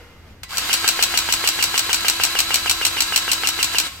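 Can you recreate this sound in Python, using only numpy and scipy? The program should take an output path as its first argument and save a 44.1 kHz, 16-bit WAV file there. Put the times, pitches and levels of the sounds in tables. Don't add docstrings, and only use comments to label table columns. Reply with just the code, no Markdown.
import sys
import numpy as np
from scipy import signal
from scipy.fft import rfft, irfft
from scipy.io import wavfile
from scipy.ndimage import uniform_filter1d

SR = 44100
rng = np.random.default_rng(int(sys.argv[2]) if len(sys.argv) > 2 else 0)


def unload_wav(signal):
    wavfile.write(
        sys.argv[1],
        SR,
        np.round(np.clip(np.atleast_2d(signal).T, -1, 1) * 32767).astype(np.int16),
    )


N = 176400
TIME_S = np.arange(N) / SR
MOTOR_ON_S, MOTOR_OFF_S, FREE_SHAFT_HZ = .459, 3.868, 341.3


def amp(db):
    return 10 ** (np.asarray(db) / 20)


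def unit_rms(x):
    return x / np.sqrt(np.mean(x ** 2) + 1e-20)


def lookup(table, hz, column=1):
    table = np.array(table, float)
    return np.interp(np.log(hz + 1), np.log(table[:, 0] + 1), table[:, column])


def add(mix, start_s, sound):
    part = mix[..., round(start_s * SR):][..., :sound.shape[-1]]
    part += sound[..., :part.shape[-1]]


def wander(hz):
    bins_hz = np.fft.rfftfreq(N, 1 / SR)
    return unit_rms(irfft(rfft(rng.standard_normal(N)) * np.exp(-(bins_hz / hz) ** 2), N))


def colour(x, spectrum):
    size = 8192
    log_gain = np.log(amp(lookup(spectrum, abs(np.fft.fftfreq(size, 1 / SR)))))
    taps = np.fft.ifft(np.exp(np.conj(signal.hilbert(log_gain)))).real[:size // 2]
    return signal.oaconvolve(x, taps[None] / np.linalg.norm(taps), axes=1)[:, :N]


def whiten(burst, envelope):
    spectrum = rfft(burst)
    flat = irfft(spectrum / (abs(spectrum) + 1e-12), len(envelope))
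    return unit_rms(flat * np.minimum(10 * envelope, 1)) * np.sqrt(np.mean(envelope ** 2))


def impacts(starts_s, levels_db, hold_s, fall_s, tail_db, tail_s, likeness, bounce_db, bounce_s):
    t = np.arange(SR // 10) / SR
    contact = np.exp(-np.maximum(t - hold_s, 0) / fall_s)
    bounce = amp(bounce_db) * np.exp(-abs(t - bounce_s) / .0007)
    tail = amp(tail_db) * np.exp(-t / tail_s)
    envelope = np.minimum(t / .00028, 1) * np.sqrt(contact ** 2 + bounce ** 2 + tail ** 2)
    shared = rng.standard_normal((2, len(t)))
    out = np.zeros((2, N))
    for start_s, db in zip(starts_s, levels_db):
        grit = np.sqrt(likeness) * shared + np.sqrt(1 - likeness) * rng.standard_normal(shared.shape)
        add(out, start_s, amp(db) * whiten(envelope * np.tanh(grit), envelope))
    return out


def ring(starts_s, levels_db, modes, spread_db):
    t = np.arange(SR // 10) / SR
    hz, db, t60_s = np.transpose(modes)[:, :, None]
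    waves = amp(db - 60 * t / t60_s) * np.exp(2j * np.pi * hz * t) * np.minimum(t / .00079, 1)
    out = np.zeros((2, N))
    for start_s, level_db in zip(starts_s, levels_db):
        gains = amp(level_db - spread_db * rng.standard_normal((2, len(modes))))
        phasors = np.exp(2j * np.pi * rng.random((2, len(modes))))
        add(out, start_s, ((gains * phasors) @ waves).real)
    return out


# frequency in Hz, left minus right in dB.
BALANCE = [(200, 0.5), (500, 2.5), (1300, -1.5), (2500, -0.5), (4000, -1.5), (5000, 2), (6800, 3.5),
           (7900, 6.5), (8700, 10.5), (9600, 8), (10400, 3), (11400, -4.5), (12500, 5.5), (15000, -3)]
# frequency in Hz, coherence from 0 to 1, left lead in radians.
COHERENCE = [(100, 0.96, 0), (400, 0.91, 0.72), (1170, 0.9, -0.62), (1720, 0.4, 0.9), (2800, 0.34, 0.43),
             (3950, 0.51, 4.5), (5930, 0.074, -2.5), (8700, 0.27, 4.5)]


def stereo(pair):
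    hz = np.fft.rfftfreq(N, 1 / SR)
    left, other = rfft(pair)
    coherence = np.clip(lookup(COHERENCE, hz), 0, 1)
    lead_rad = lookup(COHERENCE, hz, column=2)
    right = coherence * left * np.exp(-1j * lead_rad) + np.sqrt(1 - coherence ** 2) * other
    lean = amp(lookup(BALANCE, hz) / 2)
    return irfft(np.array([left * lean, right / lean]), N)


# frequency in Hz, relative level in dB.
AIR_SPECTRUM = [(20, -6.5), (40, -0.5), (60, 2.5), (105, -5.5), (140, -7), (200, -9), (300, -13),
                (500, -15), (800, -17.5), (1400, -18), (2100, -19), (3000, -22.5), (5000, -27),
                (8000, -34.5), (10000, -45), (11600, -29), (13000, -40), (15500, -43)]


def background(hum_hz=86.2, hum_db=-50, air_db=-44.5):
    phase = 2 * np.pi * np.cumsum(hum_hz + 2.57 * wander(hz=6.3)) / SR
    hum = amp(hum_db) * unit_rms(np.sin(phase) * (1 + .35 * wander(hz=7.3)))
    air_gain = amp(air_db + .77 * wander(hz=8.4))
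    air = stereo(air_gain * colour(rng.standard_normal((2, N)), AIR_SPECTRUM))
    hiss = signal.sosfiltfilt(signal.butter(2, 400, "high", fs=SR, output="sos"), air)
    shelf_db = 2.8 - 7 * np.minimum(TIME_S / MOTOR_ON_S, 1)
    return hum + air + (amp(shelf_db) - 1) * hiss


# frequency in Hz, level in dB, T60 in seconds.
FAINT_MODES = [(477, -48.5, .8), (1420, -57, 1.2), (2080, -54, 1.7), (2830, -56, 1.1)]


def faint_ring():
    out = np.zeros((2, N))
    for hz, db, t60_s in FAINT_MODES:
        phase = 2 * np.pi * (hz * TIME_S + rng.random((2, 1)) / 4) + wander(hz=25)
        out += amp(db - 60 * TIME_S / t60_s) * np.sin(phase)
    return out


# start in seconds, relative level in dB.
SWITCH_CLICKS = [(0.4324, -28), (.439, -40), (3.864, -33), (3.873, -34)]
# frequency in Hz, relative level in dB.
HOUSING_SPECTRUM = [(100, -19), (220, -14.5), (420, -22.5), (510, -10.5), (600, -16), (720, -7), (880, -13),
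                    (1085, 0), (1190, -12.5), (1300, -0.5), (1450, -5.5), (1620, -1.5), (1820, -7),
                    (2100, -3), (2400, -3), (3000, -2), (3400, -3.5), (4600, -0.5), (5300, -7.5),
                    (6900, -8.5), (8000, -6), (8500, -14.5), (9700, -14), (10300, -21), (11600, -8.5),
                    (12400, -14.5), (14000, -14.5), (15500, -18.5)]


def switch():
    clicks = impacts(*np.transpose(SWITCH_CLICKS), hold_s=.0022, fall_s=.0039,
                     tail_db=-3.5, tail_s=.012, likeness=.15, bounce_db=-2, bounce_s=.004)
    return colour(clicks, HOUSING_SPECTRUM)


def windings(start_s=.447, length_s=.05, pulse_hz=1980, level_db=-44.5):
    envelope = np.sin(np.pi * np.clip((TIME_S - start_s) / length_s, 0, 1))
    phase = 2 * np.pi * pulse_hz * TIME_S
    return amp(level_db) * envelope * (np.sin(phase) + .5 * np.sin(2 * phase))


# start in seconds and relative level in dB for knock, then snap, then rebound.
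PUMP_STROKES = [(0.5316, -10.5, 0.571, -10.5, 0.5809, -6.5), (0.6934, 0.5, 0.7293, -3, 0.7386, -3.5),
                (0.8426, 3.5, 0.8771, -0.5, 0.8875, -2.5), (0.9904, 3.5, 1.0252, -0.5, 1.0357, -3),
                (1.139, 2.5, 1.174, -2, 1.1872, -6), (1.2874, 2, 1.3239, -2.5, 1.3369, -6),
                (1.4392, 2, 1.4741, -2, 1.4878, -4.5), (1.5887, 1, 1.6254, -2, 1.6392, -4),
                (1.7404, 2, 1.7773, -3, 1.7918, -4.5), (1.893, 2, 1.9298, -2.5, 1.9435, -4.5),
                (2.0455, 1.5, 2.0826, -1, 2.0969, -4), (2.1984, 1.5, 2.2351, -0.5, 2.2495, -5.5),
                (2.3516, 1.5, 2.3886, -1.5, 2.4027, -4), (2.5051, 2, 2.542, -0.5, 2.5566, -5.5),
                (2.6588, -0.5, 2.6958, -1.5, 2.7109, -4), (2.8123, 0, 2.8504, -1.5, 2.8654, -4.5),
                (2.967, 1, 3.0049, -2, 3.0204, -5.5), (3.122, 1, 3.1601, -0.5, 3.1756, -5.5),
                (3.2778, 0, 3.3159, -2, 3.331, -5.5), (3.4335, 1, 3.4717, -4, 3.4872, -5.5),
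                (3.5891, 1, 3.6277, -2.5, 3.6431, -6.5), (3.7455, 1, 3.7839, -1.5, 3.7997, -6.5)]


def motor(spin_up_s=.19, knee=6.5, wake_s=.038, brake_s=.026, sag_s=.011, recover_s=.03):
    drag, load = np.zeros((2, N))
    for knock_s, _, snap_s, *_ in PUMP_STROKES[1:]:
        push_s = snap_s - knock_s
        pushed_s = np.clip(TIME_S - knock_s, 0, push_s)
        freed_s = np.maximum(TIME_S - snap_s, 0)
        drag += (1 - np.exp(-pushed_s / sag_s)) * np.exp(-np.minimum(freed_s / recover_s, 20))
        load += np.sin(np.pi * (pushed_s / push_s) ** .72)
    elapsed_s = np.maximum(TIME_S - MOTOR_ON_S, 0)
    spin_up = elapsed_s / (elapsed_s ** knee + spin_up_s ** knee) ** (1 / knee)
    brake = np.exp(-np.maximum(TIME_S - MOTOR_OFF_S, 0) / brake_s)
    unloaded_hz = spin_up * brake * (FREE_SHAFT_HZ - 1.6 * TIME_S)
    sag = .18 + .009 * elapsed_s
    shaft_hz = unloaded_hz * (1 - sag * drag) * (1 + .00399 * wander(hz=39.5))
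    running = np.minimum(elapsed_s / wake_s, 1) ** 2 * brake
    return running, load, shaft_hz


def whirr(running, load, shaft_hz, ticks_per_s=900, base_db=-25, load_boost_db=3):
    turns = np.cumsum(shaft_hz) / SR
    chatter = unit_rms(.88 + np.exp(-(turns % 1) / .39)) * rng.standard_normal((2, N))
    tick_gate = rng.random(N) < ticks_per_s / SR
    tick_db = 2.9 * np.minimum(rng.exponential(1, N), 4)
    ticks = tick_gate * amp(tick_db) * rng.standard_normal((2, N))
    level_db = base_db + load_boost_db * load + .75 * wander(hz=70) - .73 * (TIME_S - 2)
    gain = running * (shaft_hz / FREE_SHAFT_HZ) ** .74 * amp(level_db)
    stopped_s = np.maximum(TIME_S - MOTOR_OFF_S, 0)
    hiss = (stopped_s > 0) * amp(-35 - 35 * stopped_s) * rng.standard_normal((2, N))
    return colour(unit_rms(chatter + .34 * unit_rms(ticks)) * gain + hiss, HOUSING_SPECTRUM)


# multiple of the shaft rate, free level in dB,
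# loaded level in dB, left lead in radians.
SHAFT_ORDERS = [(1, -43.5, -50, 0.28), (3, -47.5, -57, .3), (4, -44, -61, 0.37), (5, -42, -56, 0.97),
                (12, -33.5, -46, 1.9)]
MESH_TEETH = 10


def whine(running, load, shaft_hz, start_gear_db=-32.5, start_gear_s=.115):
    turns = np.cumsum(shaft_hz) / SR
    tones = np.zeros((2, N))
    for order, free_db, loaded_db, lead_rad in SHAFT_ORDERS:
        jitter_rad = (.028 + .03 * load) * wander(hz=260) + .015 * wander(hz=60)
        phase = order * (2 * np.pi * turns + jitter_rad)
        gain = ((1 - load) * amp(free_db) + load * amp(loaded_db)) * (1 + .3 * wander(hz=140))
        tones += np.sqrt(2) * gain * np.array([np.sin(phase), np.sin(phase - lead_rad)])
    swell = np.sin(np.pi * np.clip((TIME_S - MOTOR_ON_S) / start_gear_s, 0, 1) ** 2) ** 2
    mesh_phase = 2 * np.pi * MESH_TEETH * turns + .3 * wander(hz=200)
    start_gear = amp(start_gear_db) * swell * np.sin(mesh_phase)
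    return running * (tones * (shaft_hz / FREE_SHAFT_HZ) ** 2.2 + start_gear)


# frequency in Hz, relative level in dB.
KNOCK_SPECTRUM = [(150, -23.5), (330, -5), (450, -3.5), (590, -9), (740, -3), (1000, 0), (1160, -8.5),
                  (1350, -1.5), (1600, 5), (1850, -5.5), (2100, 1), (2600, -4), (4000, -12), (7000, -24)]
SNAP_SPECTRUM = [(150, -36), (400, -28.5), (700, -17), (1000, -13), (1170, -20.5), (1320, -12.5),
                 (1800, -13), (2350, -5.5), (3000, -1.5), (3500, -8), (4250, 2.5), (4800, -7), (5700, -2),
                 (6600, -7.5), (7300, -4.5), (8000, -2.5), (8500, -12), (9400, -10), (10300, -19.5),
                 (11600, -6), (12500, -12.5), (14000, -16), (15500, -12.5)]
# frequency in Hz, relative level in dB, T60 in seconds.
STEEL_MODES = [(2355, 1.5, .06), (2424, -6, .05), (2697, 2.5, 0.069), (2950, -13, 0.044), (3950, -0.5, .07),
               (4100, -0.5, 0.067), (4230, 2, 0.067), (4400, -4, .04), (4760, 1, 0.079), (5716, 6, 0.054),
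               (7300, -14, .06), (7677, -3, 0.08), (7800, -9, 0.074), (7970, -2, 0.095), (8140, 0, 0.1)]
HOUSING_MODES = [(474, -9.5, 0.067), (733, -7, 0.038), (958, -10, 0.043), (1280, 1, 0.046),
                 (1605, -2, 0.04), (2110, -4, 0.048)]


def plunger():
    knock_s, knock_db, snap_s, snap_db, rebound_s, rebound_db = np.transpose(PUMP_STROKES)
    knocks = impacts(knock_s, knock_db - 20.5, hold_s=.0028, fall_s=.0016,
                     tail_db=-13.5, tail_s=.012, likeness=.797, bounce_db=-3.5, bounce_s=.0029)
    snaps = impacts(snap_s, snap_db - 7.7, hold_s=.0021, fall_s=.00075,
                    tail_db=-5, tail_s=.012, likeness=.72, bounce_db=-.5, bounce_s=.00447)
    rebounds = impacts(rebound_s, rebound_db - 8, hold_s=.0022, fall_s=.0026,
                       tail_db=-3, tail_s=.011, likeness=.3, bounce_db=-10.5, bounce_s=.015)
    steel = ring(snap_s, snap_db - 23, STEEL_MODES, spread_db=2)
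    steel += ring(rebound_s, rebound_db - 25.5, STEEL_MODES, spread_db=2)
    housing = ring(knock_s, knock_db - 29, HOUSING_MODES, spread_db=.5)
    dull = colour(knocks + amp(-16) * rebounds, KNOCK_SPECTRUM)
    bright = colour(snaps + rebounds, SNAP_SPECTRUM)
    return dull + bright + steel + housing


# multiple of the mesh rate, relative level in dB, left lead in radians.
SQUEAL_HARMONICS = [(1, -25, 3.3), (2, -39, 3), (3, -46, 3), (4, -47, 3)]


def squeal(load, shaft_hz, barrel_hz=2750, half_width_hz=110, drift_rad_per_s=.55):
    mesh_hz = MESH_TEETH * shaft_hz
    mesh_phase = 2 * np.pi * np.cumsum(mesh_hz) / SR
    resonance = 1 + .7 / (1 + ((mesh_hz - barrel_hz) / half_width_hz) ** 2)
    out = np.zeros((2, N))
    for order, db, lead_rad in SQUEAL_HARMONICS:
        right_lag_rad = lead_rad - drift_rad_per_s * TIME_S
        for channel in range(2):
            phase = order * mesh_phase - channel * right_lag_rad + .5 * wander(hz=222)
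            flutter = unit_rms(1 + .4 * wander(hz=450))
            out[channel] += np.sqrt(2) * amp(db) * flutter * np.sin(phase)
    return load * resonance * out


# frequency in Hz, T60 in seconds.
YARD_DECAY = [(200, 0.081), (2000, 0.2), (8000, 0.15), (15000, 0.061)]


def yard_echoes(x, echoes_per_s=2500, predelay_s=.005):
    size = SR // 3
    taps = rng.standard_normal((2, size)) * (rng.random((2, size)) < echoes_per_s / SR)
    taps *= np.arange(size) > predelay_s * SR
    hz, t, bands = signal.stft(taps, SR, nperseg=256)
    tail = signal.istft(bands * amp(-60 * t / lookup(YARD_DECAY, hz)[:, None]), SR)[1]
    return signal.oaconvolve(x, tail / np.linalg.norm(tail, axis=1, keepdims=True), axes=1)[:, :N]


def scene():
    running, load, shaft_hz = motor()
    clatter = stereo(whirr(running, load, shaft_hz) + plunger() + switch())
    gun = clatter + whine(running, load, shaft_hz) + squeal(load, shaft_hz) + windings()
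    return gun + amp(-12.5) * yard_echoes(gun) + background() + faint_ring()


def record(dry):
    taps = signal.firwin(401, 15900, window=("kaiser", 8), fs=SR)
    return signal.oaconvolve(np.clip(dry, -1, 1), taps[None], "same")


dry = scene()
out = record(dry)
unload_wav(out)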